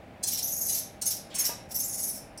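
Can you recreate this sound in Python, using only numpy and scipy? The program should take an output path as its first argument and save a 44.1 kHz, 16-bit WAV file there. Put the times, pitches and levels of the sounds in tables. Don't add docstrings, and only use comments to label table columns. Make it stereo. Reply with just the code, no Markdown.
import sys
import numpy as np
from scipy import signal
from scipy.fft import rfft, irfft
from scipy.io import wavfile

SR = 44100
rng = np.random.default_rng(int(sys.argv[2]) if len(sys.argv) > 2 else 0)


def int16_out(signal):
    q = np.round(np.clip(np.atleast_2d(signal).T, -1, 1) * 32767)
    wavfile.write(sys.argv[1], SR, q.astype(np.int16))


N = 105840
BAND_EDGE_HZ = 16150
SNAP_S = 1.493


def amp(db):
    return 10 ** (np.asarray(db) / 20)


def unit(x):
    return x / np.sqrt(np.mean(x ** 2) + 1e-20)


def lookup(points, hz):
    points_hz, values = np.transpose(points)
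    return np.interp(np.log(hz + 1), np.log(points_hz + 1), values)


def colour(x, spectrum):
    gain = amp(lookup(spectrum, np.fft.rfftfreq(x.shape[-1], 1 / SR)))
    return unit(irfft(rfft(x) * gain, x.shape[-1]))


def noise(size):
    return np.random.default_rng(rng.integers(1 << 30)).standard_normal(size)


def wander(size, cutoff_hz):
    span = max(size, 8192)
    rolloff = 1 + (np.fft.rfftfreq(span, 1 / SR) / cutoff_hz) ** 4
    return unit(irfft(rfft(noise(span)) / rolloff, span))[:size]


def formant(x, centre_hz, width_hz):
    carrier = np.exp(2j * np.pi * np.cumsum(centre_hz) / SR)
    pole = np.exp(-np.pi * width_hz / SR)
    for _ in range(2):
        x = 2 * (carrier * signal.lfilter([1 - pole], [1, -pole], x / carrier)).real
    highpass = signal.butter(2, 0.5 * np.min(centre_hz), "high", fs=SR, output="sos")
    return unit(signal.sosfilt(highpass, x))


def place(mix, start_s, sound, pan_db):
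    # from_s, left_lead_ms
    directions = [(0, -0.43), (.95, 0.42), (1.65, -0.052)]
    lead_ms = directions[sum(start_s > from_s for from_s, _ in directions[1:])][1]
    for channel, side in zip(mix, (1, -1)):
        onset = round((start_s - side * lead_ms / 2000) * SR)
        part = channel[onset:onset + len(sound)]
        part += amp(side * pan_db / 2) * sound[:len(part)]


def ventilation():
    # freq_hz, gain_db
    air_spectrum = [(20, -16), (45, -5), (100, -2), (200, -1), (300, -4), (450, -9), (600, -2), (820, -8),
                    (1100, -16), (1700, -15), (2400, -16), (3200, -24), (4400, -29), (6500, -35),
                    (11000, -39), (16000, -40)]
    # freq_hz, coherence
    air_coherence = [(40, 1), (150, 0.91), (350, 0.93), (700, 0.74), (1300, 0.28), (16000, .1)]
    # pitch_hz, level_db
    motor_tones = [(100, -64.5), (199.5, -65.5), (614, -69.5), (795.5, -62)]
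    left, independent = rfft(rng.standard_normal((2, N)))
    coherence = lookup(air_coherence, np.fft.rfftfreq(N, 1 / SR))
    right = coherence * left + np.sqrt(1 - coherence ** 2) * independent
    rush = colour(irfft(np.array([left, right]), N), air_spectrum)
    hum = np.zeros(N)
    for pitch_hz, level_db in motor_tones:
        phase = 2 * np.pi * np.cumsum(pitch_hz + 0.71 * wander(N, 7.6)) / SR
        hum += amp(level_db) * unit(np.sin(phase) * (1 + 0.1 * wander(N, 1.7)))
    return amp(-48) * rush + hum


def room(x):
    # freq_hz, t60_s
    decay_times = [(300, 0.18), (3000, 0.52), (6000, 0.31), (10000, 0.33), (15000, 0.17)]
    size, build_s, echo_count = SR // 2, 0.0032, 24
    hz, t, bins = signal.stft(rng.standard_normal((4, size)), SR, nperseg=256)
    decay = amp(-60 * t / lookup(decay_times, hz)[:, None])
    tails = signal.istft(bins * decay * (1 - np.exp(-t / build_s)), SR, nperseg=256)[1]
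    tails /= np.linalg.norm(tails, axis=1, keepdims=True)
    echoes = np.zeros((2, size))
    for channel in echoes:
        signs = rng.choice([-1, 1], size=echo_count)
        delays_s = rng.uniform(0.0005, 0.008, size=echo_count)
        channel[(SR * delays_s).astype(int)] = signs / np.sqrt(echo_count)
    early = signal.fftconvolve(x, echoes, axes=1)[:, :N]
    same_side = signal.fftconvolve(x, tails[:2], axes=1)[:, :N]
    crossed = signal.fftconvolve(x[::-1], tails[2:], axes=1)[:, :N]
    return early + amp(1) * (same_side + 0.29 * crossed)


def cage():
    # freq_hz, level_db, t60_s
    modes = [(955, -31, 0.11), (1200, -43.5, 0.18), (1640, -31.5, 0.044), (2590, -51, 0.3)]
    t = np.maximum(np.arange(N) / SR - SNAP_S, 0)
    return sum(amp(db - 60 * t / t60_s) * np.sin(2 * np.pi * hz * t) for hz, db, t60_s in modes)


def wing():
    # time_s, centre_hz, level_db
    swish_path = [(1.26, 4120, -94), (1.312, 3050, -42), (1.36, 2530, -42), (1.401, 2150, -40.5),
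                  (1.46, 1680, -42.5), (1.50, 1270, -49), (1.56, 940, -92), (1.64, 769, -83)]
    # freq_hz, gain_db
    snap_spectrum = [(40, -26), (250, -1), (600, 9), (1000, -6), (1600, -7), (2700, -12), (4000, -12),
                     (9000, -26)]
    snap_decay_s = 0.0034
    t = np.arange(N) / SR
    time_s, centre_hz, level_db = np.transpose(swish_path)
    glide_hz = np.interp(t, time_s, centre_hz)
    envelope = amp(np.interp(t, time_s, level_db, left=-120, right=-120))
    swish = np.array([formant(noise(N), glide_hz, width_hz=2400) for _ in range(2)])
    snap = colour(noise(N), snap_spectrum) * (t > SNAP_S) * np.exp(-abs(t - SNAP_S) / snap_decay_s)
    return envelope * swish + amp(-26) * snap


def effort_arch(length_s):
    progress = np.arange(0, length_s, 1 / SR) / length_s
    return abs(np.sin(np.pi * progress ** 0.72))


def vocal_folds(effort, pulse_hz):
    sag, jitter, shimmer_db = 0.04, 0.0268, 2
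    air_share, puff_cycles = 0.53, 0.12
    size = len(effort)
    rate_hz = pulse_hz * (1 - sag * (1 - effort) + jitter * wander(size, 415))
    cycles = np.cumsum(rate_hz) / SR
    clicks = sum(np.cos(2 * np.pi * k * cycles) for k in range(1, int(BAND_EDGE_HZ / pulse_hz) + 1))
    puffs = np.exp(-(cycles % 1) / puff_cycles) * noise(size)
    pulses = (1 - air_share) * unit(clicks) + air_share * unit(puffs)
    return pulses * amp(shimmer_db * wander(size, 680))


def rasp(length_s, pulse_hz, level_db):
    # freq_hz, gain_db
    mouth_spectrum = [(100, -70), (900, -13), (2500, -19), (4000, -4), (5200, 0.5), (6200, 9.5), (7100, -2),
                      (8400, 6.5), (10000, 1.5), (11500, -7.5), (15500, -6.5)]
    effort = effort_arch(length_s)[::-1]
    return amp(level_db) * effort ** 1.32 * colour(vocal_folds(effort, pulse_hz), mouth_spectrum)


def syllable(length_s, pulse_hz, lower_hz, upper_hz, lower_db, upper_db, rattle_db, hoarse_db):
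    # freq_hz, gain_db
    throat_spectrum = [(100, -73), (900, -33), (2000, -15.5), (3200, -21), (4000, -14.5), (4700, -2.5),
                       (5500, 9.5), (6400, 0.5), (7400, 2.5), (8500, -0.5), (10400, -5.5), (12500, 1.5),
                       (14000, 3), (15500, -3), (16500, -40)]
    # freq_hz, gain_db
    hoarse_spectrum = [(100, -64), (1500, -32.5), (2500, -11.5), (3100, -6.5), (3900, 2.5), (4700, -5),
                       (7000, -12)]
    effort = effort_arch(length_s)
    pulses = vocal_folds(effort, pulse_hz)
    opening = np.arange(len(effort)) < np.argmax(effort)
    closure = (1 - effort) * np.where(opening, 1, 0.6)
    lower = formant(pulses, lower_hz * (1 - 0.23 * closure), width_hz=560)
    upper = formant(pulses, upper_hz * (1 - 0.34 * closure), width_hz=1600)
    rattle = colour(pulses, throat_spectrum) + amp(hoarse_db) * colour(pulses, hoarse_spectrum)
    body = effort ** 0.68 * (amp(lower_db) * lower + amp(rattle_db) * rattle)
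    return body + effort ** 0.18 * amp(upper_db) * upper


def bats():
    # start_s, length_s, pulse_hz, lower_hz, upper_hz, lower_db, upper_db, rattle_db, pan_db
    syllables = [ (0.27, 0.027, 787.4, 6500, 10500, -25.5, -27, -24, 1),
                 (0.314, 0.04, 727, 5900, 12700, -24, -32, -27.5, 1),
                 (0.371, 0.029, 410, 5440, 11500, -36, -35, -27.5, 0),
                 (0.422, 0.038, 744, 6210, 12640, -27.5, -27, -43, -9.5),
                 (0.465, 0.045, 680, 6360, 12300, -29, -30.5, -31, -1.5),
                 (0.514, 0.033, 673, 6470, 12450, -26, -28, -33, -5.5),
                 (0.556, 0.046, 675.7, 6660, 12240, -33.5, -32.5, -35, -9),
                 (0.604, 0.038, 690, 6540, 12100, -25.5, -27, -30, -2.5),
                 (0.65, 0.043, 687.4, 6340, 11800, -29.5, -29.5, -33.5, -5.5),
                 (0.681, 0.038, 1004, 6460, 10900, -27, -27.5, -27, 0.5),
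                 (0.719, 0.021, 702, 6570, 12500, -29.5, -29, -33, -11),
                 (0.739, .028, 450.5, 6100, 11500, -29, -30, -26, 5),
                 (.768, .034, 448.7, 6270, 11800, -34.5, -32.5, -27.5, -6),
                 (1.056, 0.0298, 718, 6480, 11000, -23, -22, -23, 1.5),
                 (1.102, 0.031, 362, 5800, 13100, -35, -33, -25, 1),
                 (1.164, 0.0088, 885, 5250, 11600, -37, -37, -37, -6),
                 (1.3, 0.013, 930, 4940, 7500, -50, -55, -63, 4),
                 (1.383, 0.036, 1080, 6550, 11400, -24, -22.5, -23, 0.5),
                 (1.441, 0.036, 978, 5620, 12200, -27, -32, -21, 1.5),
                 (1.476, 0.014, 1020, 6000, 15200, -50, -32, -51, 1),
                 (1.493, 0.0021, 846, 5600, 10200, -58, -62, -48, -15),
                 (1.688, 0.024, 690, 6030, 10900, -73, -57, -53, -16),
                 (1.707, 0.02, 711, 6300, 10900, -66, -38.5, -31, 1),
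                 (1.741, .036, 699, 5960, 12400, -32.5, -26.5, -29.5, -7),
                 (1.785, 0.038, 681, 6410, 11400, -28, -27.5, -28, -2),
                 (1.829, 0.038, 723, 7430, 12400, -31, -30.5, -32.5, -5),
                 (1.876, 0.046, 683, 6560, 10650, -33, -32.5, -35, -4.5),
                 (1.922, .038, 710, 6900, 10760, -32, -30.5, -30.5, -3),
                 (1.971, 0.0464, 720, 6800, 11440, -34, -29, -31.5, -4),
                 (2.019, 0.042, 746, 6580, 11460, -31.5, -27, -31, -4),
                 (2.066, 0.048, 767, 6100, 11200, -36.5, -29.5, -31.5, -5),
                 (2.126, 0.064, 593, 5600, 10700, -45.5, -46.5, -36, -1.5),
                 (2.375, 0.0059, 894, 5700, 9540, -31, -35, -46, 6)]
    # time_s, level_db
    hoarseness = [(.27, -10), (.38, -2), (.44, -18), (.52, -29), (.65, -18), (.69, -9), (.75, -16),
                  (1.06, -15), (1.44, -15.5), (1.74, -23), (2.38, -22)]
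    # start_s, length_s, pulse_hz, level_db, pan_db
    rasps = [(.227, 0.016, 838, -17.5, 0), (1.013, 0.014, 1422, -19, 1), (1.339, 0.03, 1103, -23, 2.5)]
    mix = np.zeros((2, N))
    for start_s, *shape, pan_db in syllables:
        hoarse_db = np.interp(start_s, *np.transpose(hoarseness))
        place(mix, start_s, syllable(*shape, hoarse_db), pan_db)
    for start_s, *shape, pan_db in rasps:
        place(mix, start_s, rasp(*shape), pan_db)
    return mix


def scene():
    direct = bats() + wing() + cage()
    return amp(-7.5) * (direct + room(direct)) + ventilation()


def record(dry):
    lowpass = signal.firwin(511, BAND_EDGE_HZ, window=("kaiser", 9), fs=SR)
    return signal.oaconvolve(dry, lowpass[None], "same")


dry = scene()
out = record(dry)
int16_out(out)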